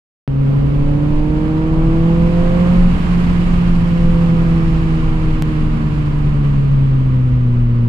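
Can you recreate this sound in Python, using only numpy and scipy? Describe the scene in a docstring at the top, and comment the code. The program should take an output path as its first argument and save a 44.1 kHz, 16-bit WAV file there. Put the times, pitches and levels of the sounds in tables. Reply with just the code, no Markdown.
"""A four-cylinder exhaust drone, heard inside the car: it pulls up the revs, lifts off near 3 s and slows
in gear. Its partials boom as they sweep the cabin's standing waves; unequal cylinders add growl and a gear
whines faintly. Underneath, the body bounces and rumbles on a country road, tyres roar and wind hisses.
The sound starts abruptly, and one sharp click cuts through near 5.4 s."""
import sys
import numpy as np
from scipy import signal
from scipy.fft import irfft, next_fast_len
from scipy.io import wavfile
from scipy.ndimage import uniform_filter1d, minimum_filter1d

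SR = 44100
rng = np.random.default_rng(int(sys.argv[2]) if len(sys.argv) > 2 else 0)


def to_wav(s):
    """Save 16-bit WAV."""
    ch = np.atleast_2d(s).T  # columns
    pcm = np.round(np.clip(ch, -1, 1) * 32767)  # PCM
    wavfile.write(sys.argv[1], SR, pcm.astype(np.int16))


N = 347508
TIME = np.arange(N) / SR

# engine speed: (time [s], firing rate [Hz])
REVS = [(0.28, 134.3), (0.5, 137.8), (1.5, 156.4), (2, 164.9), (2.7, 176.6), (2.9, 176.9), (3.2, 174.5),
        (3.5, 174.4), (3.9, 170.8), (4.2, 169), (5.15, 158.5), (6, 149.7), (6.3, 145.4), (6.9, 133.6),
        (7.2, 127.0), (7.5, 121.5), (7.85, 117.7)]
# accelerator: (time [s], load [0-1])
THROTTLE = [(.28, 0.66), (.7, 0.68), (.88, 0.96), (1.7, 0.87), (2.65, 0.75), (2.95, 0.21), (4, 0.23),
            (7.88, 0)]
# drone partials: (multiple of firing rate, full-load boost [dB], lift-off sag [dB], sag length [s])
DRONE_PARTIALS = [(1, -0.4, -8, .1), (2, 9, -1, 0.94), (3, 8.5, -13.5, 0.96)]
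# cabin boom of a partial with no load: (frequency [Hz], level [dB])
CABIN_BOOM = [(118, -13.5), (124, -12.5), (137, -12.5), (145, -16), (152, -19), (156.5, -21), (161, -17),
              (168, -12.6), (174, -15.5), (178, -9), (237, -22.5), (260, -27), (290, -29.5), (329, -27.5),
              (342, -34), (355, -36), (375, -50), (420, -40), (442, -46.5), (465, -38), (488, -39.5),
              (507, -32), (522, -31), (531, -33.5)]
# standing waves at the ears: (frequency [Hz], left over right [dB], left phase lead [rad])
CABIN_STEREO = [(122, .5, 0), (140, .3, -.12), (158, -2, -.3), (176, -3.2, -.24), (240, 1, -.5),
                (264, 3, -1.4), (278, -3, -2.8), (294, -14, -.2), (312, -4, -.15), (335, 2.5, -.45),
                (352, -1, -1.8), (375, 4, .3), (415, -11, -1.3), (460, -7, -.5), (485, -1, -.7),
                (525, -3, -1.2), (560, -3, -.3), (700, 2, -.8), (1100, -3, -1.5)]
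# weak engine orders: (multiple of firing rate, full-load level [dB], coasting level [dB])
GROWL_ORDERS = [(0.75, -37, -32.5), (1.25, -33.5, -42), (1.5, -42.5, -33.5), (1.75, -33.5, -49),
                (2.25, -39.5, -55.5), (2.5, -48, -46), (2.75, -42.5, -57), (3.25, -44.5, -60.5),
                (3.5, -48, -57.5), (3.75, -37.5, -64), (4.0, -38, -50), (4.25, -43.5, -63),
                (4.5, -52, -55.5), (4.75, -51.5, -62), (5.0, -44.5, -53.5), (5.25, -55.5, -63),
                (5.5, -56, -62.5), (5.75, -59, -65.5), (6.0, -43, -61), (6.5, -53.5, -66.5),
                (7.0, -51.5, -59)]
# resonances that colour the growl: (frequency [Hz], gain [dB])
GROWL_RESONANCES = [(120, -5), (180, -11.5), (200, -3), (215, 6), (228, 6), (255, -1), (330, -0.5),
                    (420, 0), (510, 4), (560, -0.5), (610, -3.5), (700, -1), (740, -4), (797, 5), (865, -3),
                    (937, 4), (1050, 3), (1100, 2.5)]
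# gear whine envelope: (time [s], level [dB])
WHINE_ENVELOPE = [(.28, -74), (3.6, -73), (3.95, -61), (4.3, -68.5), (4.7, -62), (5.1, -71), (7.88, -85)]
# bumps that bounce the body: (time [s], level [dB])
ROAD_BUMPS = [(.85, -14.5), (1.16, -13.5), (1.8, -17), (2.45, -14.5), (2.82, -9.5), (3.5, -20), (3.72, -13),
              (4.06, -12), (5.08, -14), (5.3, -15), (5.64, -17.5), (6.74, -20)]
# coarseness of the asphalt: (time [s], rumble gain [dB], tyre roar gain [dB])
ROAD_TEXTURE = [(.4, -1, 0.3), (1.1, 0.5, -2), (1.8, -1.5, .5), (2.4, -1, 0.5), (2.9, 1, 0.5),
                (4.05, 1.8, -1), (4.5, 3, 1.5), (5.5, -0.5, .3), (6, 2.7, 1), (6.9, 1, -.3), (7.8, 1, 0.7)]
# colour of noise through the body: (frequency [Hz], left [dB], right [dB], stereo correlation)
BODY_COLOUR = [(10, -39.5, -41.5, 0.86), (18, -29, -32.5, 0.92), (25, -27.5, -29.5, 1),
               (38.5, -33.5, -36, 0.9), (54.7, -35.5, -36, 0.97), (73, -41.5, -43, 0.55),
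               (109, -40.5, -44.5, 0.7), (128, -35.5, -38, 0.96), (211, -45.5, -42.5, 0.94),
               (262, -48.5, -49, 0.94), (304, -49.5, -50, 1), (410, -61.5, -61, 0.58),
               (600, -62.5, -61, 0.31)]
# colour of the tyre roar: (frequency [Hz], left [dB], right [dB], stereo correlation)
TYRE_COLOUR = [(360, -53.5, -57.5, 1), (435, -59, -60.5, 0.81), (510, -58.5, -65, 0.41),
               (570, -64, -64, 0.21), (650, -62.5, -63, 0.17), (700, -69, -64.5, -0.093),
               (790, -64.5, -61, 0.086), (873, -65, -69.5, 0.014), (946, -65, -58.5, 0.11),
               (1080, -65, -60.5, 0.088), (1200, -62.5, -59.5, -0.37), (1330, -65.5, -63, -0.3),
               (1640, -69.5, -64.5, -0.97)]
# colour of the wind: (frequency [Hz], left [dB], right [dB], stereo correlation)
WIND_COLOUR = [(1460, -66, -65, -0.35), (2000, -73.5, -68, -0.37), (2360, -75.5, -69, 0.094),
               (2920, -78.5, -69.5, -0.21), (3476, -84, -77, -0.13), (4350, -85, -81, 0.17),
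               (5000, -89.5, -83, 0.021), (5550, -91.5, -90.5, -0.04), (7500, -95.5, -90, 0.09),
               (8500, -96, -95.5, 0.18), (9100, -93.5, -104.2, 0.03), (10700, -97, -103.5, 0.03),
               (12000, -100.4, -105.4, -0.02), (15000, -110.1, -111.5, 0.09)]
# gusts riding on the wind: (time [s], gain [dB])
GUSTS = [(.5, 0), (1.7, -2), (2.4, -.5), (3.2, 1), (4.1, -.5), (4.7, .8), (6.4, 0.65), (7.8, 0.9)]


def exhaust_drone(phase, firing_hz, load, lift_s=2.98, fall_s=0.079, waver_db=0.5):
    """Three partials sweep the cabin's booms; the exhaust goes slack on lift-off, then recovers."""
    drone, since_lift = 0, TIME - lift_s
    for order, load_db, sag_db, sag_s in DRONE_PARTIALS:
        boom_db, = at_hz(CABIN_BOOM, order * firing_hz)
        slack = np.exp(-np.where(since_lift < 0, (since_lift / fall_s) ** 2, (since_lift / sag_s) ** 8))
        level_db = boom_db + load * load_db + slack * sag_db + waver_db * drift(3)
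        drone += cabin_tone(order * phase + rng.uniform(0, 2 * np.pi), order * firing_hz, level_db)
    return drone


def cylinder_growl(phase, firing_hz, load, jitter_rad=0.26, rough_db=2.5, trim_db=-0.05):
    """No two cylinders fire alike: restless tones fill the gaps, shaped by load and resonances."""
    growl = 0
    for order, pulling_db, coasting_db in GROWL_ORDERS:
        resonance_db, = at_hz(GROWL_RESONANCES, order * firing_hz)
        drive_db = coasting_db + load * (pulling_db - coasting_db)
        level_db = drive_db + resonance_db + trim_db + rough_db * drift(8)
        shaky_phase = order * phase + rng.uniform(0, 2 * np.pi) + jitter_rad * drift(13)
        growl += cabin_tone(shaky_phase, order * firing_hz, level_db)
    return growl


def cabin_tone(phase, hz, level_db):
    """Standing waves give an engine partial its own level and phase at each ear."""
    balance_db, lead = at_hz(CABIN_STEREO, hz)
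    left, right = from_db(balance_db / 2), from_db(-balance_db / 2)
    gain = 2 * from_db(level_db) / np.hypot(left, right)
    return gain * np.array([left * np.sin(phase + lead / 2), right * np.sin(phase - lead / 2)])


def gear_whine(phase, order=32, jitter_rad=0.98, flicker_db=1.0):
    """A gear on the engine sings thinly, fading in and out on the overrun."""
    level_db = in_time(WHINE_ENVELOPE)[0] + flicker_db * drift(5)
    smear = jitter_rad * np.array([drift(25), drift(25)])
    return from_db(level_db) * np.sqrt(2) * np.sin(order * phase + smear)


def click(at_s=5.4233, peak_db=-8.3, decay_s=0.0007):
    """A sudden pressure step that dies at once, dead centre."""
    age = TIME - at_s
    return -from_db(peak_db) * (age >= 0) * np.exp(-np.abs(age) / decay_s)


def body_bounce(firing_hz, mode_hz=26, wander_rad=1.3, swing_db=2.5, rise_s=0.055, decay_s=0.1):
    """Sub-bass: the body shakes at its lowest mode, and each bump swells it briefly."""
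    power = (speed_gain(firing_hz, -21, 4.2) * from_db(swing_db * drift(3))) ** 2
    for at_s, bump_db in ROAD_BUMPS:
        age = TIME - at_s
        swell = np.exp(-(age / np.where(age < 0, rise_s, decay_s)) ** 2)
        power += (from_db(bump_db) * swell) ** 2
    return np.sqrt(2 * power) * np.sin(2 * np.pi * mode_hz * TIME + wander_rad * drift(4))


def body_rumble(firing_hz, uneven_db=1.2):
    """Wheels rumble through the springs in mono; stirred air buffets the ears in antiphase."""
    wheels = speed_gain(firing_hz, -21.5, 10) * noise_band(BODY_COLOUR, 39, 100).mean(axis=0)
    buffet = speed_gain(firing_hz, -31.5, 13) * noise_band(BODY_COLOUR, 15, 100).mean(axis=0)
    texture_db = in_time(ROAD_TEXTURE)[0] + uneven_db * drift(2.3)
    return (wheels + buffet * np.array([[1], [-1]])) * from_db(texture_db)


def floor_drum(firing_hz, evenness=0.59):
    """The tread drums on the floor panels, levelled to a steady low rumble."""
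    drum = noise_band(BODY_COLOUR, 100, 380)
    power = uniform_filter1d(drum.mean(axis=0) ** 2, SR // 16)
    return speed_gain(firing_hz, -21.5, 12.4) * drum / power ** (evenness / 2)


def tyre_roar(firing_hz, patchy_db=0.57):
    """Three bands of roar grow with speed and swell with patches of asphalt."""
    low = speed_gain(firing_hz, -38, 7) * noise_band(TYRE_COLOUR, 380, 640)
    middle = speed_gain(firing_hz, -40.5, 28) * noise_band(TYRE_COLOUR, 640, 900)
    high = speed_gain(firing_hz, -39, 12.6) * noise_band(TYRE_COLOUR, 900, 1500)
    return (low + middle + high) * from_db(in_time(ROAD_TEXTURE)[1] + patchy_db * drift(5.8))


def wind(firing_hz):
    """Air over the body: a rush topped with hiss, riding on speed and gusts."""
    rush = speed_gain(firing_hz, -40, 19.5) * noise_band(WIND_COLOUR, 1524, 5000)
    hiss = speed_gain(firing_hz, -54.5, 23) * noise_band(WIND_COLOUR, 4980, 16000)
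    return (rush + hiss) * from_db(in_time(GUSTS)[0])


def intake_throb(phase, load, depth=0.066, flutter_db=0.5):
    """A lightly fluttering gain: under load the intake air throbs with the firings."""
    return from_db(flutter_db * drift(28)) * (1 + depth * load * np.cos(phase))


def speed_gain(firing_hz, cruise_db, db_per_doubling, cruise_hz=170):
    """Fader for a rolling sound: in one gear, road speed follows the firing rate."""
    return from_db(cruise_db + db_per_doubling * np.log2(firing_hz / cruise_hz))


def noise_band(colour, low_hz, high_hz):
    """A noise band with a table's colour and stereo width, scaled so its mid has rms 1."""
    size = next_fast_len(N, True)
    hz = np.arange(1, size // 2 + 1) * SR / size
    hz = hz[hz < 2 * high_hz]
    left_db, right_db, correlation = at_hz(colour, hz)
    correlation = np.clip(correlation, -.99, .99)
    bandpass = ((1 + (low_hz / hz) ** 12) * (1 + (hz / high_hz) ** 12)) ** -.5
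    mid, side = rng.standard_normal((2, len(hz))) + 1j * rng.standard_normal((2, len(hz)))
    ears = np.sqrt(1 + correlation) * mid + np.sqrt(1 - correlation) * side * [[1], [-1]]
    band = irfft(ears * bandpass * from_db([left_db, right_db]), size)[:, :N]
    return band / band.mean(axis=0).std()


def drift(rate_hz):
    """Smooth random modulation with a standard deviation of 1."""
    hop, warmup = 40, 2000
    pole = np.exp(-2 * np.pi * rate_hz * hop / SR)
    white = rng.standard_normal(N // hop + warmup + 2)
    slow = signal.lfilter([1], [1, -2 * pole, pole * pole], white)[warmup:]
    return np.interp(np.arange(N) / hop, np.arange(len(slow)), slow / slow.std())


def from_db(db):
    """Decibels to gain."""
    return 10 ** (np.asarray(db) / 20)


def in_time(rows):
    """A table's automation curves at every sample."""
    times, *columns = np.transpose(rows)
    return [np.interp(TIME, times, column) for column in columns]


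def at_hz(rows, hz):
    """A table's spectral curves at these frequencies."""
    points, *columns = np.transpose(rows)
    return [np.interp(np.log(hz + 1e-9), np.log(points), column) for column in columns]


def scene(start_s=0.2775, attack_s=0.00014, swell_from_db=-5, swell_s=0.21):
    """Revs and load drive the engine, road and wind follow its speed; the mix cuts in, then swells."""
    firing_hz, = in_time(REVS)
    load, = in_time(THROTTLE)
    phase = 2 * np.pi * np.cumsum(firing_hz) / SR
    engine = exhaust_drone(phase, firing_hz, load) + cylinder_growl(phase, firing_hz, load)
    engine += gear_whine(phase)
    body = body_bounce(firing_hz) + body_rumble(firing_hz) + floor_drum(firing_hz)
    rush = (tyre_roar(firing_hz) + wind(firing_hz)) * intake_throb(phase, load)
    age = TIME - start_s
    attack = np.clip(age / attack_s, 0, 1)
    swell = from_db(swell_from_db * np.clip(1 - age / swell_s, 0, 1))
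    return (engine + click() + body + rush) * attack * swell


def record(dry, ceiling=0.92, cutoff_hz=15400):
    """A limiter eases the highest peaks, and a steep low-pass trims the top."""
    hold = SR // 50
    headroom = np.minimum(1, ceiling / (np.abs(dry).max(axis=0) + 1e-9))
    gain = uniform_filter1d(minimum_filter1d(headroom, hold), hold)
    lowpass = signal.ellip(10, .1, 80, cutoff_hz, fs=SR, output="sos")
    return signal.sosfilt(lowpass, dry * gain)


dry = scene()
out = record(dry)
to_wav(out)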